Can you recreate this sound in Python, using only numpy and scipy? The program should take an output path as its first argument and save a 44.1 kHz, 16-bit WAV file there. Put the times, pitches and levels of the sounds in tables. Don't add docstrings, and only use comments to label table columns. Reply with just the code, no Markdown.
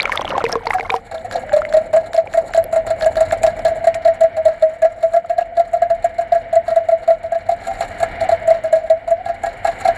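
import sys
import numpy as np
from scipy import signal
from scipy.fft import rfft, irfft, next_fast_len
from scipy.io import wavfile

SR = 44100
rng = np.random.default_rng(int(sys.argv[2]) if len(sys.argv) > 2 else 0)


def wav_record(signal):
    frames = np.transpose(np.atleast_2d(signal))
    bounded = np.clip(frames, -1, 1)
    quanta = np.round(bounded * 32767).astype(np.int16)
    wavfile.write(sys.argv[1], SR, quanta)


N = 439677
TIME_S = np.arange(N) / SR

# t/s, level/dB, f/Hz
POP_EVENTS = [(0.0015, 1.5, 2250), (0.0075, -3, 3850), (0.021, -6, 4330), (0.031, -13, 3200),
              (0.056, 0, 2220), (0.057, -8.5, 1320), (0.078, -12, 1300), (0.096, -5.5, 1010),
              (0.12, -3, 2120), (0.124, -2.5, 1760), (0.156, -9, 1220), (0.1755, -1.5, 3440),
              (0.1756, -6, 2020), (0.1944, -10, 810), (0.212, -12, 3200), (0.22, -18, 5670),
              (0.216, -9.5, 1050), (0.248, -10, 785), (0.254, -11, 3230), (0.279, -11, 2900),
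              (0.306, -11, 2770), (0.305, -14, 584), (0.381, -1.5, 775), (0.381, -21, 3550),
              (0.406, -10.5, 1310), (0.4412, -6.5, 950), (0.454, -6.5, 2420), (0.4653, -6.5, 1990),
              (0.5274, -0.5, 5270), (0.5557, -3.5, 1050), (0.671, -9, 2080), (0.6695, -4, 900),
              (0.673, -10, 4300), (0.7053, -4, 830), (0.708, -0.5, 1970), (0.734, -6.5, 1160),
              (0.738, -10, 2150), (0.786, -11.5, 1540), (0.796, -9.5, 760), (0.799, -11, 2250),
              (0.8094, -7.5, 2080), (0.897, -9, 996), (0.9031, -1, 2300), (0.906, -9, 3570),
              (0.9416, 0, 960), (1.182, -23.5, 3500), (1.343, -22, 5600), (1.495, -16.5, 1610),
              (1.6193, -9, 1340), (1.652, -9.5, 2010), (2.2745, -18.5, 2266), (2.642, -10, 11000),
              (3.4337, -12, 2350), (3.943, -15, 2269), (5.248, -27, 1310), (5.427, -27, 2700)]
# t/s, level/dB
SLOP_LEVEL = [(0, -32.5), (.35, -25), (.5, -30), (.6, -37.5), (.7, -33), (.95, -38), (1.0, -50),
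              (1.5, -36.5), (3.6, -34.5), (4.2, -51)]
# t/s, wash level/dB, rumble level/dB
SEA_LEVELS = [(0, -31, -40), (.9, -50, -41), (1.02, -48.5, -44), (1.5, -40, -38.5), (2.17, -47, -45.5),
              (3.3, -38, -34.5), (4.44, -40.5, -44), (5.08, -48, -46), (6.4, -40, -42.5), (7.3, -43, -44.5),
              (7.8, -38.5, -38), (8.25, -30.5, -35.5), (8.8, -41.5, -44), (9.2, -43, -44.5),
              (9.97, -31.5, -37.5)]
# f/Hz, density/(dB per Hz)
WASH_SPECTRUM = [(150, -7.5), (460, -0.5), (800, 5.5), (1130, -9.5), (1400, -0.5), (2250, 5), (2600, -15),
                 (2900, -5), (3250, -15.5), (4200, -13.5), (5100, -24.5), (5600, -17.5), (6200, -30.5),
                 (7300, -21), (8800, -39), (14300, -44.5)]
# f/Hz, density/(dB per Hz)
RUMBLE_SPECTRUM = [(12, -29), (35, 0.5), (60, -12.5), (96, -2), (130, -15), (250, -15), (500, -35)]
# t/s, level/dB
SPRAY_SNAPS = [(0.029, -15), (.132, -32), (.158, -16), (.2105, -27), (.398, -36), (0.519, -23),
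               (0.699, -31), (.829, -35)]
# t/s, pocket level/dB, swell/ms, then time to fall 12 dB/ms
KNOCKS = [(0.119, -10, 12, 20), (0.288, -18, 18, 12), (0.485, -20, 12, 20), (0.517, -7, 14, 20),
          (0.712, -27, 12, 16), (0.7353, -9, 18, 25.5), (0.914, -20, 6.3, 25),
          (0.947, -14.5, 8.4, 15.5), (1.11, -26, 9.2, 40), (1.1417, -19, 1.9, 67.5),
          (1.321, -8, 79, 23), (1.3547, -7, 3.7, 7), (1.5276, -2.5, 14, 20), (1.5612, -1, 11, 6),
          (1.7339, -2, 16, 22), (1.7649, -1.5, 6.9, 19.5), (1.9283, -4.0, 16, 61),
          (1.9609, -2.5, 10.7, 27), (2.1411, -9, 8.7, 20), (2.1736, -1.5, 12, 24),
          (2.3357, -10, 18, 15), (2.3702, -2, 10.7, 22), (2.5438, -8, 7.6, 22),
          (2.5724, -0.5, 8.4, 24.5), (2.723, -8.5, 14, 23), (2.7573, -5, 10, 37.5),
          (2.8634, -15, 9.4, 25), (2.9008, -6, 11, 23), (3.0193, -8.5, 10, 44),
          (3.0574, -2, 8.9, 24), (3.166, -9.5, 4.6, 43), (3.2034, -1.5, 12.2, 21.5),
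          (3.3191, -6.5, 11.1, 9.5), (3.4295, -1.5, 20, 17), (3.4636, -5.5, 18, 16),
          (3.6466, -4, 9.3, 37), (3.6769, -9, 11, 15.5), (3.8391, -12, 7.6, 7),
          (3.8676, 0.5, 7.4, 24), (3.944, -13, 13, 25), (4.0467, -2.5, 16, 29),
          (4.073, -2.5, 13.5, 27.5), (4.2045, -1.5, 20, 16.5), (4.2317, -0.5, 12.3, 24.5),
          (4.3641, -10, 16, 45), (4.4502, -1, 14.6, 37), (4.478, -8, 15, 23),
          (4.6207, -1.5, 11.6, 48), (4.8167, -2, 20, 26), (4.8444, -0.5, 8.7, 20),
          (5.0243, -4, 19.8, 31.5), (5.1328, -5, 19.7, 12), (5.1602, -2, 11.7, 18),
          (5.2931, -7, 16, 22), (5.3786, -1.5, 11.5, 7.5), (5.4048, -11, 16.6, 12),
          (5.5658, -5, 18, 20), (5.5931, -1.5, 8.5, 18), (5.7301, -4.5, 13.8, 29.5),
          (5.8166, -1.5, 9, 17), (5.8977, -5, 16.4, 35), (6.0409, -3, 8.2, 19),
          (6.1804, -6, 15, 15), (6.2077, -13.5, 6.4, 20), (6.3183, -1.5, 9.1, 15.5),
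          (6.3437, -5, 19.6, 21), (6.5254, -7.5, 9.6, 46), (6.5529, -0.5, 18, 24.5),
          (6.6775, -9.5, 7.9, 24), (6.7017, -8.5, 23.2, 21), (6.7569, -1.5, 16.4, 19.5),
          (6.8838, -3, 10.4, 11), (6.9098, -4, 22, 25.5), (7.0736, -1.5, 17, 20),
          (7.1004, -0.5, 8.7, 22.5), (7.2299, -16, 22.7, 30), (7.3171, -8, 9.2, 18.5),
          (7.3446, -9, 19.3, 20.5), (7.4861, -4, 10.2, 11), (7.5116, -9, 14, 19),
          (7.6666, -15.5, 12, 32), (7.8047, -12, 6.2, 28), (7.9978, -16.5, 30, 37),
          (8.0256, -2.5, 7.4, 8), (8.2043, -10, 13, 45), (8.2352, -20, 5.3, 22),
          (8.2873, -3, 9.7, 5), (8.3133, -3, 17.4, 19), (8.472, -3, 15, 28),
          (8.5008, 1, 12.8, 15.5), (8.5373, -13, 15.7, 13), (8.6347, -9, 14, 37),
          (8.7236, -1.5, 10, 39), (8.7512, -7, 20.4, 16), (8.8969, -1, 11.3, 38),
          (9.0737, -11, 12.6, 20.5), (9.1034, -3, 21.2, 21.5), (9.2534, -18.5, 11, 19),
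          (9.2838, -10.5, 19.5, 19.5), (9.4315, -12, 15, 11), (9.4577, -13.5, 18.7, 23),
          (9.6431, -7, 10.7, 10), (9.6682, -10, 23.5, 17.5), (9.8472, -13.5, 8.5, 37),
          (9.8746, -4, 17.6, 23)]
# t/s, level/dB
RATTLE_LEVEL = [(0.74, -24.5), (1.4, -28), (2.1, -31), (2.6, -28), (3.45, -23.5), (4.1, -31.5), (5.1, -35),
                (6.5, -34), (7.3, -37.5), (7.9, -23), (8.4, -32), (9.1, -34.5), (9.8, -23)]
# f/Hz, density/(dB per Hz)
RATTLE_SPECTRUM = [(500, 9), (1040, -1), (1900, -4), (2300, -14), (2700, -3.5), (3260, -6), (4200, 2),
                   (5000, -14.5), (5500, -12.5), (6200, -16), (6900, 2.5), (7700, -2.5), (8900, -16.5),
                   (10000, -10.5), (11700, -24), (15600, -30.5)]
# f/Hz, relative level/dB, t60/s
HOUSING_MODES = [(1665, 3.5, 0.064), (1368, -3.5, 0.094), (1870, -3, 0.058), (775, 5, 0.078),
                 (2120, 1.5, 0.022), (3970, -18, 0.027), (5500, -12.5, 0.0085), (7170, -11.5, .02),
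                 (4260, -17.5, 0.013)]
# t/s, level/dB, f/Hz, length/ms
SOFT_BUBBLES = [(.315, -22, 697, 19), (.348, -14, 1048, 18), (.515, -20, 697, 29), (.65, -18, 700, 14),
                (.825, -21.5, 775, 15), (.85, -24.5, 2130, 13), (1.24, -19, 723, 28),
                (1.425, -23.5, 762, 28), (1.51, -19, 800, 26), (7.69, -18.5, 775, 47),
                (8.235, -16.5, 750, 38), (9.19, -21.5, 733, 40)]
# t/s, level/dB
HOLLOW_THUMPS = [(0.4402, -7.5), (.53, -17), (0.557, -9.5), (.671, -20.5), (0.799, -22.5), (0.905, -19),
                 (0.941, -13)]
# t/s, level/dB
SHARP_TICKS = [(0.441, -12.5), (0.6566, -22), (0.963, -19.5), (1.312, -21), (1.7255, -21), (2.133, -18.5),
               (2.165, -19), (2.33, -26), (2.5355, -15), (2.5652, -18.5), (3.009, -20), (3.045, -18),
               (3.156, -20), (3.308, -22), (3.384, -31), (3.433, -17), (3.465, -14), (3.592, -24.5),
               (3.944, -18)]
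# t/s, level/dB
FAINT_SQUEAKS = [(1.299, -50), (1.509, -50), (1.713, -49), (2.12, -52), (2.325, -48.5), (2.525, -46),
                 (2.999, -51), (3.144, -52), (3.299, -44.5)]
# t/s, f/Hz
POCKET_PITCH = [(0.74, 747), (0.94, 743), (1.14, 668), (1.36, 683), (1.53, 600.8), (2.0, 660),
                (2.45, 660.4), (3.2, 649.2), (3.95, 667.4), (4.55, 645.8), (5.35, 679.8), (6.2, 680.4),
                (6.8, 664.7), (7.2, 666.4), (7.55, 682), (8.2, 676.3), (8.75, 646.2), (9.25, 682),
                (9.9, 677.5)]
# t/s, level relative to the first/dB, f/Hz
UPPER_RING = [(1, 4, 777.6), (1.5, -23.5, 793), (7, -32.5, 781), (7.6, -6, 779), (8.3, -12.5, 795),
              (8.7, -39, 780), (9.1, -25, 755), (9.3, 2.5, 775), (9.6, -7, 815), (9.85, 7.5, 754.5)]
# t at peak/s, level/dB
POCKET_RESURGES = [(1.38, -18.5), (1.598, -11.5), (1.811, -15), (3.502, -21), (3.721, -9), (3.82, -20.5),
                   (5.335, -17), (5.768, -11), (5.863, -14), (6.817, -15.5), (8.462, -17)]
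# t/s, level/dB
STIR_LEVEL = [(.8, -62), (1.0, -48), (1.45, -34.5), (1.7, -25), (2.25, -36.5), (3.0, -27.5), (5.6, -32.5),
              (6.2, -34.5), (6.77, -26.5), (7.59, -37.5), (8.59, -25.5), (9.44, -38.5), (9.97, -36)]
# t/s, f/Hz, level/dB
HOLLOW_HUM_TRACK = [(.4, 454, -60), (.6, 462, -44), (1.0, 471, -49), (1.14, 508.3, -43), (1.35, 524, -33),
                    (1.6, 523, -49)]

DIVE_S = 1.0
REBOUND_S = 0.045
POP_T60_AT_1KHZ_S, POP_SIZE_LAW = 0.021, 0.88
SLOSH_DB = -13.5
RATTLE_DB_PER_KNOCK_DB, REBOUND_RATTLE_DB = 0.46, -2
NUDGES_PER_S, NUDGE_DB, TREMOR_DB, TREMOR_BEFORE_DIVE_DB = 45, -23, -34, 4.0
MODES_DB, MODES_FIRM_S, MODES_LOOSE_DB = -22, 4.0, -3.5
HOLLOW_HZ, HOLLOW_T60_S = 462, 0.11
SQUEAK_LOWEST_HZ, SQUEAK_S = 6960, 0.016
PLOP_AFTER_S, PLOP_CLICK_OVER_SQUEAK_DB, PLOP_HZ, PLOP_T60_S = 0.013, 36.5, 1700, 0.0072
POCKET_FORMS_S = 0.72
USUAL_FALL_MS, HZ_PER_FALL_MS = 20.7, -0.5
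USUAL_SWELL_MS, HZ_PER_SWELL_MS = 13, -0.4
FALL_ROUNDNESS = 1.27
UPPER_HOLD_S, UPPER_T60_S, UPPER_REBOUND_DB = 0.012, 0.068, -10.5
RESURGE_S = 0.04
POCKET_WIDTH_HZ, UPPER_WIDTH_HZ, HOLLOW_WIDTH_HZ = 32, 28.0, 30.0
UPPER_STIR_DB = -8
HUSH_S, HUSH_DEPTH = 0.036, 0.34
CUTOFF_HZ = 16300


def from_db(db):
    return 10 ** (np.asarray(db) / 20)


def rms_one(x):
    return x / np.sqrt(np.mean(x ** 2) + 1e-20)


def in_time(rows):
    t_s, *columns = np.transpose(rows)
    return [np.interp(TIME_S, t_s, column) for column in columns]


def impulses(events):
    clicks = np.zeros(N)
    clicks[[round(t_s * SR) for t_s, db in events]] = from_db([db for t_s, db in events])
    return clicks


def drift(rate_hz):
    r = np.exp(-80 * np.pi * rate_hz / SR)
    slow = signal.lfilter([1], [1, -2 * r, r * r], rng.standard_normal(N // 40 + 2002))
    slow = slow[2000:]
    return np.interp(np.arange(N) / 40, np.arange(len(slow)), rms_one(slow))


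def coloured(spectrum):
    size = next_fast_len(N)
    log_hz = np.log(np.maximum(np.arange(size // 2 + 1) * SR / size, 1))
    hz, db = np.transpose(spectrum)
    at = np.log(hz)
    gain_db = np.interp(log_hz, at, db)
    gain_db -= 20 * np.maximum(at[0] - log_hz, 0) + 20 * np.maximum(log_hz - at[-1], 0)
    return rms_one(irfft(rfft(rng.standard_normal(size)) * from_db(gain_db), size)[:N])


def band(x, low_hz, high_hz):
    return signal.sosfilt(signal.butter(2, [low_hz, high_hz], "band", fs=SR, output="sos"), x)


def ring(force, hz, t60_s):
    r, w = from_db(-60 / (t60_s * SR)), 2 * np.pi * hz / SR
    return signal.lfilter([0, np.sin(w)], [1, -2 * r * np.cos(w), r * r], force + 1e-18)


def dying(steps, t60_s):
    return signal.lfilter([1], [1, -from_db(-60 / (t60_s * SR))], steps + 1e-18)


def pops():
    out, t = np.zeros(N + SR), np.arange(round(.2 * SR)) / SR
    cracks = band(rng.standard_normal((len(POP_EVENTS), len(t))), 360, 3200)
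    cracks *= from_db(-60 * t / 0.011 - 11)
    onset = np.sin(np.pi / 2 * np.minimum(t / 0.00073, 1)) ** 2
    for (t_s, db, hz), crack in zip(POP_EVENTS, cracks):
        t60_s = POP_T60_AT_1KHZ_S * (1000 / hz) ** POP_SIZE_LAW
        at = max(round((t_s - .001) * SR), 0)
        rise = 1 + 3e-5 * min(hz, 2000) * np.minimum(t / t60_s, 1)
        tone = np.sin(2 * np.pi * hz * t * rise) * from_db(-60 * t / (t60_s + 0.0015))
        out[at:at + len(t)] += from_db(db) * (tone * onset + crack)
    return band(out[:N], 320, 18000)


def slop():
    sizes = from_db(5.0 * np.minimum(rng.exponential(1, N), 2.5)) * rng.choice([-1, 1], N)
    born = rng.random(N) < 800 * from_db(4.0 * drift(15)) / SR
    pitches_hz, dealt = np.geomspace(550, 7000, 20), rng.integers(0, 20, N)
    bubbles = np.zeros(N)
    for k, hz in enumerate(pitches_hz):
        push = band(sizes * born * (dealt == k) + 1e-18, hz / 1.77, hz * 1.16)
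        gain = from_db(-4.0 * np.abs(np.log2(hz / 1100)))
        present = TIME_S < DIVE_S if hz > 900 else 1
        bubbles += ring(rms_one(push), hz, 19.0 / hz) * gain * present
    slosh = rms_one(band(rng.standard_normal(N), 100, 350)) * from_db(SLOSH_DB + 3.9 * drift(5.1))
    return from_db(in_time(SLOP_LEVEL)[0]) * (rms_one(bubbles) + slosh)


def sea():
    wash_db, rumble_db = in_time(SEA_LEVELS)
    wash = coloured(WASH_SPECTRUM)
    body = band(wash, 100, 6300) * from_db(.8 * drift(30))
    treble = band(wash, 6300, 20000) * from_db(1.8 * drift(35))
    return from_db(wash_db) * (body + treble) + from_db(rumble_db) * coloured(RUMBLE_SPECTRUM)


def snaps():
    return dying(impulses(SPRAY_SNAPS), 0.0088) * band(rng.standard_normal(N), 2200, 9500)


def rattle():
    level_db = in_time(RATTLE_LEVEL)[0]
    t_s, knock_db = np.transpose(KNOCKS)[:2]
    at, rebound = ((t_s + 0.0018) * SR).astype(int), np.diff(t_s, prepend=0) < REBOUND_S
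    steps = np.zeros(N)
    steps[at] = from_db(level_db[at] + RATTLE_DB_PER_KNOCK_DB * knock_db + REBOUND_RATTLE_DB * rebound)
    nudges = rng.random(N) < NUDGES_PER_S / SR
    nudges = nudges * from_db(level_db + NUDGE_DB + 3.0 * rng.standard_normal(N))
    steps += signal.lfilter([.012], [1, -.988], nudges * (TIME_S > DIVE_S))
    steps = signal.lfilter([.03], [1, -.97], steps) * 1.46

    under = coloured(RATTLE_SPECTRUM)
    above = 1.2 * band(rng.standard_normal(N), 1500, 8300)
    noise = np.where(TIME_S < DIVE_S, above, under / np.std(band(under, 3100, 12000)))
    tremor = from_db(level_db + TREMOR_DB + TREMOR_BEFORE_DIVE_DB * (TIME_S < DIVE_S))
    out = np.zeros(N)
    for low_hz, high_hz, t60_s in [(610, 2870, 0.12), (2900, 5800, 0.076), (5840, 20000, 0.056)]:
        blow = dying(steps, t60_s) + tremor
        out += blow * from_db(2.0 * drift(34)) * band(noise, low_hz, high_hz)

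    shake = signal.lfilter([.006], [1, -.994], dying(steps, 0.055)) * 1.234
    shake *= rng.standard_normal(N)
    loose_db = MODES_LOOSE_DB * (TIME_S < MODES_FIRM_S)
    for hz, db, t60_s in HOUSING_MODES:
        out += from_db(db + MODES_DB + 3.0 * drift(2.9) + loose_db) * ring(shake, hz, t60_s)
    return out


def swells():
    out = np.zeros(N)
    for t_s, db, hz, length_ms in SOFT_BUBBLES:
        t = np.arange(round(length_ms * SR / 1000)) / SR
        shape = np.sin(1000 * np.pi * t / length_ms) ** 2
        at = round(t_s * SR)
        out[at:at + len(t)] += from_db(db) * shape * np.sin(2 * np.pi * hz * t)
    return out + ring(impulses(HOLLOW_THUMPS), HOLLOW_HZ, HOLLOW_T60_S)


def ticks():
    squeaks, plops = np.zeros((2, N))
    u = np.linspace(-1, 1, round(SQUEAK_S * SR))
    hz = SQUEAK_LOWEST_HZ * (1 + 0.11 * np.abs(u))
    glide = np.sin(2 * np.pi * np.cumsum(hz) / SR) * (1 - u ** 2)
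    for t_s, db in FAINT_SQUEAKS:
        at = round((t_s - SQUEAK_S / 2) * SR)
        squeaks[at:at + len(u)] += from_db(db) * glide
        plops[round((t_s + PLOP_AFTER_S) * SR)] = from_db(db + PLOP_CLICK_OVER_SQUEAK_DB)
    plops = ring(band(plops + 1e-18, PLOP_HZ / 2, PLOP_HZ * 2), PLOP_HZ, PLOP_T60_S)
    bursts = dying(impulses(SHARP_TICKS), 0.022) * band(rng.standard_normal(N), 1000, 4700)
    return squeaks + plops + 0.87 * bursts


def pocket_rings():
    out, t = np.zeros(N), np.arange(round(.2 * SR)) / SR
    pitch_hz = in_time(POCKET_PITCH)[0]
    upper_db, upper_hz = in_time(UPPER_RING)
    upper_fall = from_db(-60 * np.maximum(t - UPPER_HOLD_S, 0) / UPPER_T60_S)
    rebounds = np.diff([knock[0] for knock in KNOCKS], prepend=0) < REBOUND_S
    phases = rng.uniform(0, 2 * np.pi, len(KNOCKS))
    for (t_s, db, swell_ms, fall_ms), phase, rebound in zip(KNOCKS, phases, rebounds):
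        at = round(t_s * SR)
        hz = pitch_hz[at] + HZ_PER_FALL_MS * (fall_ms - USUAL_FALL_MS)
        hz += HZ_PER_SWELL_MS * (swell_ms - USUAL_SWELL_MS)
        swell = np.sin(np.pi / 2 * np.clip(1000 * t / swell_ms, 0, 1)) ** 2
        fall = from_db(-12 * np.maximum((1000 * t - swell_ms) / max(fall_ms, 3), 0) ** FALL_ROUNDNESS)
        main = fall * np.sin(2 * np.pi * hz * t + phase)
        upper_gain = from_db(upper_db[at] + UPPER_REBOUND_DB * rebound)
        upper = upper_gain * upper_fall * np.sin(2 * np.pi * upper_hz[at] * t)
        tone = (t_s > POCKET_FORMS_S) * from_db(db) * swell * (main + upper)
        span = out[at:at + len(t)]
        span[:] = span * (1 - swell[:len(span)]) + tone[:len(span)]
    return out


def hum(hz, width_hz):
    stir = rng.standard_normal(N) + 1j * rng.standard_normal(N)
    stir = signal.sosfilt(signal.butter(3, width_hz, fs=SR, output="sos"), stir)
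    waver = from_db(2.5 * drift(14))
    return waver * rms_one((stir * np.exp(2j * np.pi * np.cumsum(hz) / SR)).real)


def murmur():
    upper_db, upper_hz = in_time(UPPER_RING)
    upper = from_db(upper_db + UPPER_STIR_DB) * hum(upper_hz, UPPER_WIDTH_HZ)
    hollow_hz, hollow_db = in_time(HOLLOW_HUM_TRACK)
    pocket = hum(in_time(POCKET_PITCH)[0], POCKET_WIDTH_HZ) + upper
    hollow = from_db(hollow_db) * hum(hollow_hz, HOLLOW_WIDTH_HZ)
    return from_db(in_time(STIR_LEVEL)[0]) * pocket + hollow


def hush():
    t_s = np.array([knock[0] for knock in KNOCKS])
    lone_s = t_s[np.diff(t_s, prepend=0) > REBOUND_S]
    marks = np.zeros(N)
    marks[((lone_s - HUSH_S / 2) * SR).astype(int)] = HUSH_DEPTH
    return 1 - signal.fftconvolve(marks, np.hanning(round(2 * HUSH_S * SR)), "same")


def resurges(rings):
    out = rings.copy()
    phase = 2 * np.pi * np.cumsum(in_time(POCKET_PITCH)[0]) / SR
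    shape = np.hanning(round(RESURGE_S * SR))
    for t_s, db in POCKET_RESURGES:
        start = round(t_s * SR) - len(shape) // 2
        span = slice(start, start + len(shape))
        out[span] = out[span] * (1 - shape) + from_db(db) * shape * np.sin(phase[span])
    return out


def scene():
    pocket = resurges(pocket_rings()) + hush() * murmur()
    housing = rattle() + ticks()
    surface = snaps() + pops() + swells() + slop()
    return (pocket + housing + surface + sea())[None]


def record(dry):
    rounded = 1.3 * np.tanh(dry / 1.3)
    return signal.sosfilt(signal.cheby2(12, 70, CUTOFF_HZ, fs=SR, output="sos"), rounded)


dry = scene()
out = record(dry)
wav_record(out)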